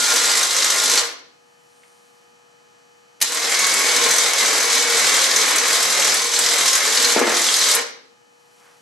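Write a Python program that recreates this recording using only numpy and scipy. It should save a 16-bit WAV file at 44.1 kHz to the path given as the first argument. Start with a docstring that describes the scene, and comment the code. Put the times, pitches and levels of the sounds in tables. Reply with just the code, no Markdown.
"""Plough winch in a garage

An electric winch lifts a steel plough blade, rests, then lowers it to a concrete garage floor.
Gears grind and knock as impact noise that swells once a shaft turn, with whine and a ringing housing.
A relay clacks as short noise bursts; the blade thuds down as pressure pulses and decaying plate modes.
Lamps buzz as mains overtones under a faint hiss, clothing rustles, and the garage rings on after each stop.
"""
import sys
import numpy as np
from scipy import signal
from scipy.fft import rfft, irfft, next_fast_len
from scipy.io import wavfile
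from scipy.ndimage import uniform_filter1d

SR = 44100
rng = np.random.default_rng(int(sys.argv[2]) if len(sys.argv) > 2 else 0)


def wav_record(signal):
    """Record a signal, one row per channel, as 16-bit PCM in the file named by sys.argv[1]."""
    frames = np.transpose(np.atleast_2d(signal))
    bounded = np.clip(frames, -1, 1)
    # unit amplitude maps onto the largest positive 16-bit level
    quanta = np.round(bounded * 32767).astype(np.int16)
    wavfile.write(sys.argv[1], SR, quanta)


N = 388521
T = np.arange(N) / SR
REVERSE_S = 2  # lifting before this time, lowering after it


def gain_of(db):
    """Level law: decibels to an amplitude ratio."""
    return 10 ** (np.asarray(db) / 20)


def evened(x):
    """Power normalisation: scales a signal to an rms of 1."""
    return x / np.sqrt(np.mean(x ** 2) + 1e-20)


def read(points, hz):
    """Spectral interpolation: reads a curve along a logarithmic frequency axis."""
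    f, value = np.transpose(points)
    return np.interp(np.log(hz + 1), np.log(f + 1), value)


def add(mix, s, sound):
    """Superposition: adds a sound to the mix at time s."""
    part = mix[round(s * SR):][:len(sound)]
    part += sound[:len(part)]


def colour(x, db_at):
    """Zero-phase filtering: weights the spectrum by a level curve over frequency."""
    size = next_fast_len(x.shape[-1])
    weights = gain_of(db_at(np.fft.rfftfreq(size, 1 / SR)))
    return irfft(rfft(x, size) * weights, size)[..., :x.shape[-1]]


def octave_bell(f, hz, octaves, floor_db):
    """Band-pass weighting: 6 dB down at the given octaves from the centre, limited by a floor."""
    return np.maximum(-6 * (np.log2((f + 1) / hz) / octaves) ** 2, floor_db)


def slow_noise(shape, *sizes):
    """Random modulation: white noise smoothed by running means of the given lengths in samples."""
    noise = rng.standard_normal(shape)
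    for size in sizes:
        noise = uniform_filter1d(noise, size=size)
    return evened(noise)


def burst(db, hz, t60, octaves, rise=0.0016):
    """Transient excitation: band noise with a quick linear rise and an exponential decay."""
    t = np.arange(round(.1 * SR)) / SR
    noise = colour(rng.standard_normal(len(t)), lambda f: octave_bell(f, hz, octaves, -48))
    return gain_of(db - 60 * t / t60) * evened(noise) * np.minimum(t / rise, 1) / 2


def chatter(per_s, spread_db):
    """Shot noise: loose impacts of uneven size at random instants, over steady hiss."""
    sizes = gain_of(spread_db * np.minimum(rng.exponential(1, N), 4))
    hits = sizes * (rng.random(N) < per_s / SR)
    return evened(hits * rng.standard_normal(N)) + 1.36 * rng.standard_normal(N)


# strong lamp overtones, the low ones leaning to one side:
# multiple [of mains frequency], level_db [dB], left_over_right_db [dB], phase_step_to_right [radians]
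LAMP_OVERTONES = [(8, -63, 20, 1.9), (12, -76, 5, .4), (14, -68, -13, -1.7), (20, -73, -2, -.5),
                  (21, -71, 6, .7), (22, -79, 0, 0), (28, -75, 3, 1.6), (30, -76, 10, -1.9),
                  (40, -82, 3, 2.2), (42, -75, 6.5, 2.2), (48, -81, 0, 0), (50, -72.5, -1, -.2),
                  (52, -80, 2, -1.2), (54, -81, 0, 0), (68, -80, 0, 0), (70, -80, 0, 0), (72, -77, 0, 0),
                  (76, -78, 0, 0), (84, -80, 0, 0), (88, -81, 0, 0), (92, -78, 0, 0), (94, -81, 0, 0),
                  (96, -81, 0, 0), (98, -74, 0, 0), (100, -76, 0, 0), (102, -80, 0, 0), (106, -80, 0, 0),
                  (112, -79, 0, 0), (114, -81, 0, 0), (122, -81, 0, 0)]


def lamps():
    """Harmonic series: steady mains overtones, set as single spectral lines for each side."""
    mains_hz = 59.98
    size = next_fast_len(N)
    # faint even overtones; a strong one of the same multiple replaces its faint one
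    faint = {k: (-87 + 2.5 * rng.standard_normal(), 0, 0) for k in np.arange(38, 138, 2)}
    rows = faint | {k: rest for k, *rest in LAMP_OVERTONES}
    db, left_db, step = np.transpose(list(rows.values()))
    right = gain_of(-left_db) * np.exp(1j * step)
    phase = np.exp(2j * np.pi * rng.random(len(db)))
    left = 2 * gain_of(db) * phase / abs(1 + right)  # the mean of both sides keeps the level
    bins = np.round(np.array(list(rows)) * mains_hz * size / SR).astype(int)
    lines = np.zeros((2, size // 2 + 1), complex)
    lines[:, bins] = left, left * right
    return irfft(lines, size)[:, :N] * size / np.sqrt(2)


# spectrum of the still-room hiss: pitch_hz [Hz], relative level_db [dB]
HISS_SPECTRUM = [(40, -21), (120, -1.5), (480, -7.5), (900, -3.5), (1500, -8), (2700, -13), (3600, -17),
                 (4600, -13), (6000, -17.5), (7200, -13.5), (8100, -15), (8900, -20), (12000, -22),
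                 (13400, -36.5)]
# stereo width of the hiss: pitch_hz [Hz], side_over_middle_db [dB]
HISS_WIDTH = [(100, -6), (220, 0), (500, 4), (1500, 3), (3000, 4), (3800, 3.5), (4200, -15), (12000, -20.5)]


def room_hiss():
    """Diffuse field: independent middle and side noise, wide below the treble and centred above."""
    noise = colour(rng.standard_normal((2, N)), lambda f: read(HISS_SPECTRUM, f))
    middle, side = gain_of(-59) * evened(noise)
    side = colour(side, lambda f: read(HISS_WIDTH, f))
    return np.array([0.9 * (middle + side), 0.83 * (middle - side)])


# clothing rustles: centre_s [s], length_s [s], level_db [dB], pitch_hz [Hz], width_octaves [octaves]
CLOTH_RUSTLES = [(1.89, 0.87, -63.5, 6100, 1), (1.86, 0.34, -66, 8800, .04), (8.67, 0.2, -55.5, 1140, 1.04),
                 (8.66, 0.54, -60.5, 5500, 1.2)]


def rustles():
    """Friction noise: band-limited small impacts under a bell-shaped envelope."""
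    out = np.zeros(N)
    for s, length, db, hz, octaves in CLOTH_RUSTLES:
        noise = colour(chatter(900, 1.5), lambda f: octave_bell(f, hz, octaves, -40))
        out += gain_of(db) * evened(noise) * np.exp(-((T - s) / length * 2) ** 2)
    return out


# reverberation time of the garage: pitch_hz [Hz], t60_s [s]
GARAGE_DECAY = [(200, 1), (500, 0.5), (2000, 0.47), (4000, 0.5), (6000, 0.44), (8000, 0.11), (12000, 0.087)]


def garage(x):
    """Reverberation: sparse taps of random sign, each band decaying at its own rate.

    Two patterns of reflections fade slowly in and out against each other, so no fixed room tone builds up.
    """
    lead = SR // 2
    taps = np.zeros((4, lead))
    at = np.arange(60, lead - 20, 20) + rng.integers(0, 20, (4, (lead - 61) // 20))
    np.put_along_axis(taps, at, rng.choice([-1., 1.], at.shape), 1)
    hz, t, bands = signal.stft(taps, SR, nperseg=256)
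    early = gain_of(-3.5 - 60 * t / 0.11)  # vehicle, floor and door close by
    late = gain_of(-60 * t / read(GARAGE_DECAY, hz)[:, None])
    tail = signal.istft(bands * (late + early), SR, nperseg=256)[1]
    tail = tail / np.linalg.norm(tail, axis=1, keepdims=True)
    longer = np.concatenate([x[lead:0:-1], x])  # mirrored lead-in: the room already rings at the start
    fade = 2 * np.pi * 1.3 * np.arange(len(longer)) / SR
    fed = longer * np.array([np.sin(fade), np.sin(fade), np.cos(fade), np.cos(fade)])
    wet = signal.fftconvolve(fed, tail, axes=1)[:, lead:lead + N]
    return wet[:2] + wet[2:]


# relay and handlebar switch: start_s [s], level_db [dB], pitch_hz [Hz], t60_s [s], width_octaves [octaves]
SWITCH_CLACKS = [(1.832, -40.5, 2250, 0.033, 0.49), (3.202, -34, 2350, 0.25, 2.8),
                 (3.2133, -10.5, 3980, 0.082, 2.2), (3.216, -7, 6100, 0.034, 0.95),
                 (3.2234, 1, 6560, 0.026, 1.6), (7.749, -0.5, 10000, 0.049, 0.7)]


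def clacks():
    """Contact impact: short, mostly bright noise snaps of relay and switch."""
    out = np.zeros(N)
    for s, db, hz, t60, octaves in SWITCH_CLACKS:
        add(out, s, burst(db, hz, t60, octaves, rise=0.0015))
    return out


# blade edge meeting the floor and bouncing: start_s [s], level_db [dB]
FLOOR_CONTACTS = [(7.1629, -2.5), (7.177, -13), (7.19, -11), (7.2142, -4), (7.2215, -8), (7.238, -14),
                  (7.268, -11), (7.277, -9), (7.299, -13), (7.323, -14), (7.338, -17), (7.362, -19),
                  (7.4, -24)]
# plate modes of the blade: pitch_hz [Hz], relative level_db [dB], t60_s [s]
PLATE_MODES = [(255.6, 7, 0.15), (347, 0.5, 0.27), (479, 4.5, 0.24), (597, -8, 0.34), (682, -4, 0.36),
               (885, 0, 0.25), (1080, -7, 0.17), (1690, -1, 0.16), (2065, -10, .12)]


def blade():
    """Impact radiation: each contact pushes air, shakes the frame and rings the plate modes."""
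    out, t = np.zeros(N), np.arange(round(.4 * SR)) / SR
    blow_s = .00058
    u = t / blow_s - 1.2
    push = -np.sqrt(2 * np.e) * u * np.exp(-u ** 2)
    for s, db in FLOOR_CONTACTS:
        ring = 0
        for hz, mode_db, t60 in PLATE_MODES:
            ring = ring + gain_of(mode_db - 60 * t / t60) * np.sin(2 * np.pi * (hz * t + rng.random()))
        add(out, s, gain_of(db) * (push + gain_of(-20) * ring * np.minimum(t / 0.0092, 1)))
        add(out, s, burst(-13 + 0.33 * db, 1400, 0.2, 0.85))  # frame shake follows the blow by a share of its dB
    thin_sheet = signal.butter(4, 225, "high", fs=SR, output="sos")  # a thin sheet gives little bass
    return signal.sosfilt(thin_sheet, out)


# motor shaft, faster winding in than paying out: time_s [s], turns_so_far [turns]
SHAFT_TURNS = [(0, -.14), (1.2, 61.68), (3.22, 61.96), (3.67, 80.17), (4.42, 110.56), (5.02, 135.07),
               (6.07, 177.99), (6.97, 214.88), (7.27, 227.12), (8, 256.62)]


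def shaft_turns():
    """Kinematics: the shaft angle in turns, interpolated over time."""
    return np.interp(T, *np.transpose(SHAFT_TURNS))


# one list a run of the winch: time_s [s], rattle level_db [dB], rumble_over_rattle_db [dB], before trims
RUN_LEVELS = [
    [(0.0, -17, -7.5), (0.42, -17, -5), (0.48, -21, -8), (0.56, -19, -6.5), (0.64, -17.5, -8.5),
     (0.75, -19, -4), (0.85, -17, -8), (0.982, -15, -6.5), (1.07, -31.5, -0.5)],
    [(3.23, -26.5, -1), (3.26, -30.5, -5), (3.6, -22.5, -3), (4.27, -17.5, -4), (4.32, -24, -0.5),
     (4.41, -17.5, -4.5), (4.66, -20.5, -3), (4.76, -17, -5), (4.87, -21.5, -1), (4.96, -17, -5),
     (5.25, -16.5, -3.5), (5.33, -20.5, -2.5), (5.38, -16, -5), (5.55, -19.5, -2.5), (5.64, -21, -1.5),
     (5.72, -16.5, -4.5), (5.9, -19, -3.5), (6.08, -17, -4.5), (6.28, -23.5, -4.5), (6.38, -18.5, -6),
     (6.62, -17.5, -4.5), (6.7, -16.5, -8), (6.8, -19.5, -2.5), (7.06, -16, -6.5), (7.13, -17, -5.5),
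     (7.22, -27, 1.5), (7.38, -18.5, -7), (7.6, -17.5, -9), (7.72, -15, -6.5), (7.79, -24.5, 3.5),
     (7.84, -34.5, 0)],
]
# slower gears with a tight spot: shaft_turns_per_gear_turn [turns], rattle_swell_db [dB],
# rumble_swell_db [dB], tight_pass_lifting [shaft turn], tight_pass_lowering [shaft turn]
TIGHT_GEARS = [(3.483, 1.5, 0, 30, 151.1), (12.7, 0, 0.1, 40, 152.0), (21, 0.07, 1.17, 51, 156)]


def gear_levels(turns):
    """Amplitude modulation: rattle and rumble follow drawn level curves and swell once a turn of each slow gear."""
    rattle_db, rumble_db = np.full(N, -120.), np.full(N, -120.)
    for rows in RUN_LEVELS:
        end, last_db, last_rel = rows[-1]
        coasting = (end + 0.2, last_db - 46, last_rel + 8)  # the rattle dies first
        s, db, rel = np.transpose([*rows, coasting])
        on = (T >= s[0]) & (T < s[-1])
        rattle_db[on] = np.interp(T[on], s, db)
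        rumble_db[on] = rattle_db[on] + np.interp(T[on], s, rel)
    for ratio, high_db, low_db, up, down in TIGHT_GEARS:
        tight = np.cos(2 * np.pi * (turns - np.where(T < REVERSE_S, up, down)) / ratio)
        rattle_db, rumble_db = rattle_db + high_db * tight, rumble_db + low_db * tight
    return rattle_db, rumble_db


# filter on the gear rattle: pitch_hz [Hz], relative level_db [dB]
RATTLE_SPECTRUM = [(1180, -28.5), (2000, 0), (2610, -2.5), (4020, -4), (5540, -4), (6180, -4), (7810, -4),
                   (9280, -8.5), (11900, -12.5), (12600, -27), (13000, -56)]
# filter on the frame rumble: pitch_hz [Hz], relative level_db [dB]
RUMBLE_SPECTRUM = [(24, -90.5), (40, -78), (125, -48), (160, -32), (197, -24), (269, -8), (348, -8.5),
                   (467, -1), (637, -4), (1080, -2.5), (2180, 2), (2570, -3.5), (3200, -5.5), (4160, -33.5),
                   (7040, -120)]


def gear_noise(turns, rattle_db, rumble_db):
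    """Cyclic impact noise: tooth chatter swells once a shaft turn, as bright rattle and frame rumble."""
    blows = gain_of(4 * np.minimum(rng.standard_normal((300, 4)), 1.5))
    blows = blows[np.floor(turns).astype(int) + 1]  # each turn strikes unevenly by band
    swell = np.exp(-(turns % 1) / 0.26) * np.minimum(turns % 1 / 0.14, 1)
    rattle = 0
    for blow, hz in zip(blows.T, (3810, 5240, 7520, 11560)):
        band = chatter(2500, 0.83) * (1 + 1.07 * blow * swell)
        rattle = rattle + colour(band, lambda f: octave_bell(f, hz, 0.34, -60))
    rattle = evened(colour(rattle, lambda f: read(RATTLE_SPECTRUM, f)))
    rumble = chatter(1500, 2.5) * (1 + 0.65 * swell)
    rumble = evened(colour(rumble, lambda f: read(RUMBLE_SPECTRUM, f)))
    return rattle * gain_of(rattle_db - 2.0) + rumble * gain_of(rumble_db - 1.5)


# the hardest gear knocks: start_s [s], level_db [dB, before trims], pitch_hz [Hz]
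GEAR_KNOCKS = [(0.0564, -5, 6000), (0.0807, -6.5, 6120), (0.1376, -2.5, 7570), (0.16, 2.5, 6300),
               (0.2354, -7, 6080), (0.2917, -5.5, 4310), (0.3514, -4.5, 7540), (0.3714, 0, 7530),
               (0.4094, -15, 5100), (0.429, 0.5, 6120), (0.5452, -5, 5760), (0.5643, 2, 6080),
               (0.6018, -5, 4670), (0.622, 1.5, 4450), (0.6434, 2, 6160), (0.7003, 1.5, 6140),
               (0.7584, -6.5, 6730), (0.8348, -1, 6730), (0.8955, 0.5, 6270), (0.9547, -7.5, 4440),
               (0.9743, 4, 4310), (3.3188, -12.5, 8000), (3.3452, -13, 8000), (3.3707, -13.5, 6100),
               (3.3931, -13, 6000), (3.4934, -14, 8000), (3.5184, -26, 7990), (3.5444, -8, 4440),
               (3.59, -4, 6730), (3.641, -1.5, 4450), (3.666, -4, 7200), (3.7374, -2.5, 8000),
               (3.8154, -8.5, 6480), (3.889, -5.5, 4450), (3.9634, -2, 5190), (3.989, -13, 5150),
               (4.0377, -4, 6120), (4.0866, -3.5, 6080), (4.1076, 1, 6550), (4.1619, -5, 8150),
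               (4.182, 2.5, 6080), (4.2344, -11, 3670), (4.3325, -3, 6000), (4.4075, -4, 4100),
               (4.5774, -11, 6000), (4.6004, -4, 6100), (4.6274, -5, 7250), (4.6994, -8.5, 3750),
               (4.7225, -11.5, 7490), (4.751, -2, 5980), (4.773, -3, 3600), (4.8473, -18, 5000),
               (4.945, -7.5, 4910), (4.9933, -2.5, 5980), (5.093, -3, 5980), (5.1387, -2, 7080),
               (5.1894, -19.5, 6100), (5.215, -2.5, 6120), (5.2648, -12.5, 5990), (5.3108, -0.5, 4550),
               (5.3612, 3, 6560), (5.435, -15, 6110), (5.5078, -14, 6000), (5.5584, 0, 7970),
               (5.581, -2, 6070), (5.7055, -2.5, 7200), (5.728, -2, 7740), (5.8264, -1, 8040),
               (5.899, -7, 7050), (5.949, -13, 6560), (5.9964, -10, 4090), (6.0202, -2.5, 3960),
               (6.045, 0.5, 6080), (6.141, 0.5, 7900), (6.2177, -2.5, 6000), (6.288, -13, 6000),
               (6.3354, -3, 6000), (6.3614, -3.5, 4530), (6.3889, 3, 8000), (6.4617, -0.5, 5100),
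               (6.5819, -9.5, 5150), (6.6568, -1, 6060), (6.678, 2, 5400), (6.7293, 2, 6530),
               (6.751, 4.5, 6760), (6.8034, -9, 6000), (6.9717, 3, 4340), (7.0434, 3, 4290),
               (7.1915, -3, 7000), (7.3187, -9, 6000), (7.3677, -2.5, 4470), (7.414, -4, 7040),
               (7.4634, -3.5, 3510), (7.4864, -1, 3260), (7.5627, -1.5, 6670), (7.5857, -2, 5480),
               (7.6123, 1, 4080), (7.6614, -6, 4150), (7.686, -2, 6550), (7.7114, -2, 6000),
               (7.7372, -2, 8050)]


def gear_knocks():
    """Impact excitation: each knock is a broad blow, a narrow ring and the answer of the frame."""
    out = np.zeros(N)
    for s, db, hz in GEAR_KNOCKS:
        add(out, s, burst(db - 9, hz, 0.056, 0.9) + burst(db - 10.5, hz, 0.057, 0.14))
        add(out, s, burst(db - 17, 1700, 0.08, 0.68))  # the frame takes it up
    return out


# gear housing resonances: pitch_hz [Hz], width_hz [Hz], boost_db [dB above the broad spectrum]
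HOUSING_MODES = [(1062, 20, 6), (468, 40, 1), (1240, 60, 2), (2085, 30, 3), (3670, 120, 2), (4080, 170, 3),
                 (4600, 80, 2), (5170, 150, 3), (6100, 180, 5), (6560, 50, 4), (7240, 40, 5), (7570, 90, 2),
                 (7990, 60, 4)]


def housing(x):
    """Minimum-phase resonance: one causal filter whose phase follows from its level curve."""
    hz = abs(np.fft.fftfreq(8192, 1 / SR))
    level_db = sum(db / (1 + (2 * (hz - f) / width) ** 2) for f, width, db in HOUSING_MODES)
    log_gain = np.log(gain_of(level_db))
    taps = np.fft.ifft(np.exp(np.conj(signal.hilbert(log_gain)))).real[:2048]
    return signal.oaconvolve(x, taps)[:N]


# frame and drum modes: pitch_hz [Hz], width_hz [Hz], lifting_db and lowering_db [dB over the rumble curve]
FRAME_MODES = [(87, 18, -33, -55), (162.4, 18, -38, -44), (245.4, 16, -31, -34), (440, 14, -26, -22),
               (474, 18, -24, -18), (1064, 20, -30, -22), (2020, 20, -20, -23), (2088, 22, -19, -19),
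               (4070, 30, -21, -19), (4460, 25, -22, -21), (4914, 40, -22, -20), (5160, 40, -21, -20),
               (5985, 35, -16, -18), (6120, 27, -19, -17), (6325, 30, -19, -19), (7238, 30, -21, -19),
               (7990, 50, -21, -20)]


def frame_modes(modes_db):
    """Random modal excitation: narrow bands of noise drifting slowly in level, silent when the motor coasts."""
    out = np.zeros(N)
    for hz, width, up_db, down_db in FRAME_MODES:
        noise = rng.standard_normal(N)
        hum = evened(colour(noise, lambda f: np.maximum(-6 * ((f - hz) / width * 2) ** 2, -60)))
        drift_db = 4 * np.minimum(slow_noise(N, 4000, 3000), .7)
        out += gain_of(modes_db + drift_db + np.where(T < REVERSE_S, up_db, down_db)) * hum
    return out


# shaft orders heard while lowering: multiple [of shaft rate], level_db [dB over the rumble curve]
LOWERING_ORDERS = [(4, -33), (6, -30)]


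def shaft_orders(turns, modes_db):
    """Order tones: sines locked to multiples of the shaft angle, wavering in level and phase."""
    out = np.zeros(N)
    for k, db in LOWERING_ORDERS:
        waver = slow_noise((2, N), 3000, 2000)
        tone = np.sin(2 * np.pi * k * turns + 1.6 * waver[1]) * (T > REVERSE_S)
        out += gain_of(modes_db + db + 7.7 * np.minimum(waver[0], 1)) * tone
    return out


# whine at the first two multiples of the mesh rate: time_s [s], first level_db [dB], second level_db [dB]
WHINE_LEVELS = [(0, -30.5, -41), (.3, -33, -41), (.45, -36.5, -53.5), (.6, -43.5, -42), (.8, -33.5, -43),
                (.98, -45.5, -37), (1.1, -77, -75.5), (3.3, -49.5, -56), (3.6, -42.5, -32.5),
                (4.4, -40, -36), (5, -42.5, -31), (5.7, -35, -38), (5.9, -53, -44), (6.1, -44, -42.5),
                (6.6, -59, -42), (7.75, -54, -38.5), (7.88, -68.5, -68.5)]


def gear_whine(turns, running):
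    """Gear meshing: tones at multiples of the tooth contact rate, with uneven phase and level."""
    mesh = 27.4  # tooth contacts a shaft turn
    out = np.zeros(N)
    s, *levels = np.transpose(WHINE_LEVELS)
    for k, db in enumerate(levels, 1):
        wander = slow_noise((2, N), 2500)  # teeth meet a little unevenly
        tone = np.sin(2 * np.pi * k * mesh * turns + 0.45 * wander[0]) * running
        flicker_db = (2.8 - 0.8 * k) * wander[1]
        out += np.sqrt(2) * gain_of(np.interp(T, s, db) + flicker_db) * tone
    return out


def winch():
    """Source and filter: gear noise and knocks excite the housing, joined by modes, orders and whine."""
    turns = shaft_turns()
    rattle_db, rumble_db = gear_levels(turns)
    body = housing(gear_noise(turns, rattle_db, rumble_db) + gear_knocks())
    driven_db = -26  # below this rattle level the motor only coasts and the modes fall silent
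    modes_db = rumble_db + 3 * np.minimum(rattle_db - driven_db, 0)
    body += frame_modes(modes_db) + shaft_orders(turns, modes_db)
    return body + gear_whine(turns, rattle_db > -99)


# room level, one list for lifting and one for lowering: pitch_hz [Hz], level_db [dB]
ROOM_LEVELS = [
    [(125, -10), (250, -4.5), (500, -1), (1000, 0), (2500, -3), (6000, -4), (12000, -2.5)],
    [(125, -11), (250, -5.5), (500, -1.5), (1000, -1), (2500, -2.5), (5000, -2), (8000, -.5), (12000, 0)],
]
# stereo balance of winch, blade and room: pitch_hz [Hz], left_over_right_db [dB]
SIDE_BALANCE = [(150, -2.5), (300, 3), (1000, 2), (2200, 1), (6000, -0.5), (12000, 1)]


def scene():
    """Superposition: direct sound near the middle, its reverberation and the quiet background."""
    background = room_hiss() + lamps() + rustles()
    motor, steel = winch() + clacks(), blade()
    room = garage(motor + gain_of(-2.0) * steel)  # the blade faces forward and stirs the room less
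    lifting, lowering = [colour(room, lambda f: read(levels, f)) for levels in ROOM_LEVELS]
    heard = gain_of(3.5) * (motor + steel) + np.where(T < REVERSE_S, lifting, lowering)
    halves = np.array([[.5], [-.5]])  # each side takes half of the balance
    return colour(heard, lambda f: halves * read(SIDE_BALANCE, f)) + background


def record(dry):
    """Dynamic compression: fast and slow gain control, then soft saturation, bass roll-off and band limit."""
    power_db = 10 * np.log10(abs(uniform_filter1d((dry ** 2).mean(0), size=300)) + 1e-12)
    fall = T * 39.0  # the fast detector falls at 39 dB a second
    over_db = np.maximum(np.maximum.accumulate(power_db + fall) - fall + 13.5, 0)
    # a slow stage of 0.4 s lets the background creep back after a run
    keep = np.exp(-1 / (.4 * SR))
    loud_db = np.clip(power_db + 25.5, 0, 12)
    slow_db = signal.lfilter([1 - keep], [1, -keep], loud_db - loud_db[0]) + loud_db[0]
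    cut_db = 0.15 * uniform_filter1d(over_db, size=100) + 0.39 * slow_db - 0.47
    ducked = dry / gain_of(cut_db)
    ducked = .95 * np.tanh(ducked / .95)  # the converter saturates softly
    ducked = signal.sosfilt(signal.butter(3, 130, "high", fs=SR, output="sos"), ducked)
    band_limit = signal.firwin(511, 12700, window=("kaiser", 9), fs=SR)
    return signal.oaconvolve(ducked, band_limit[None], "same")


dry = scene()
out = record(dry)
wav_record(out)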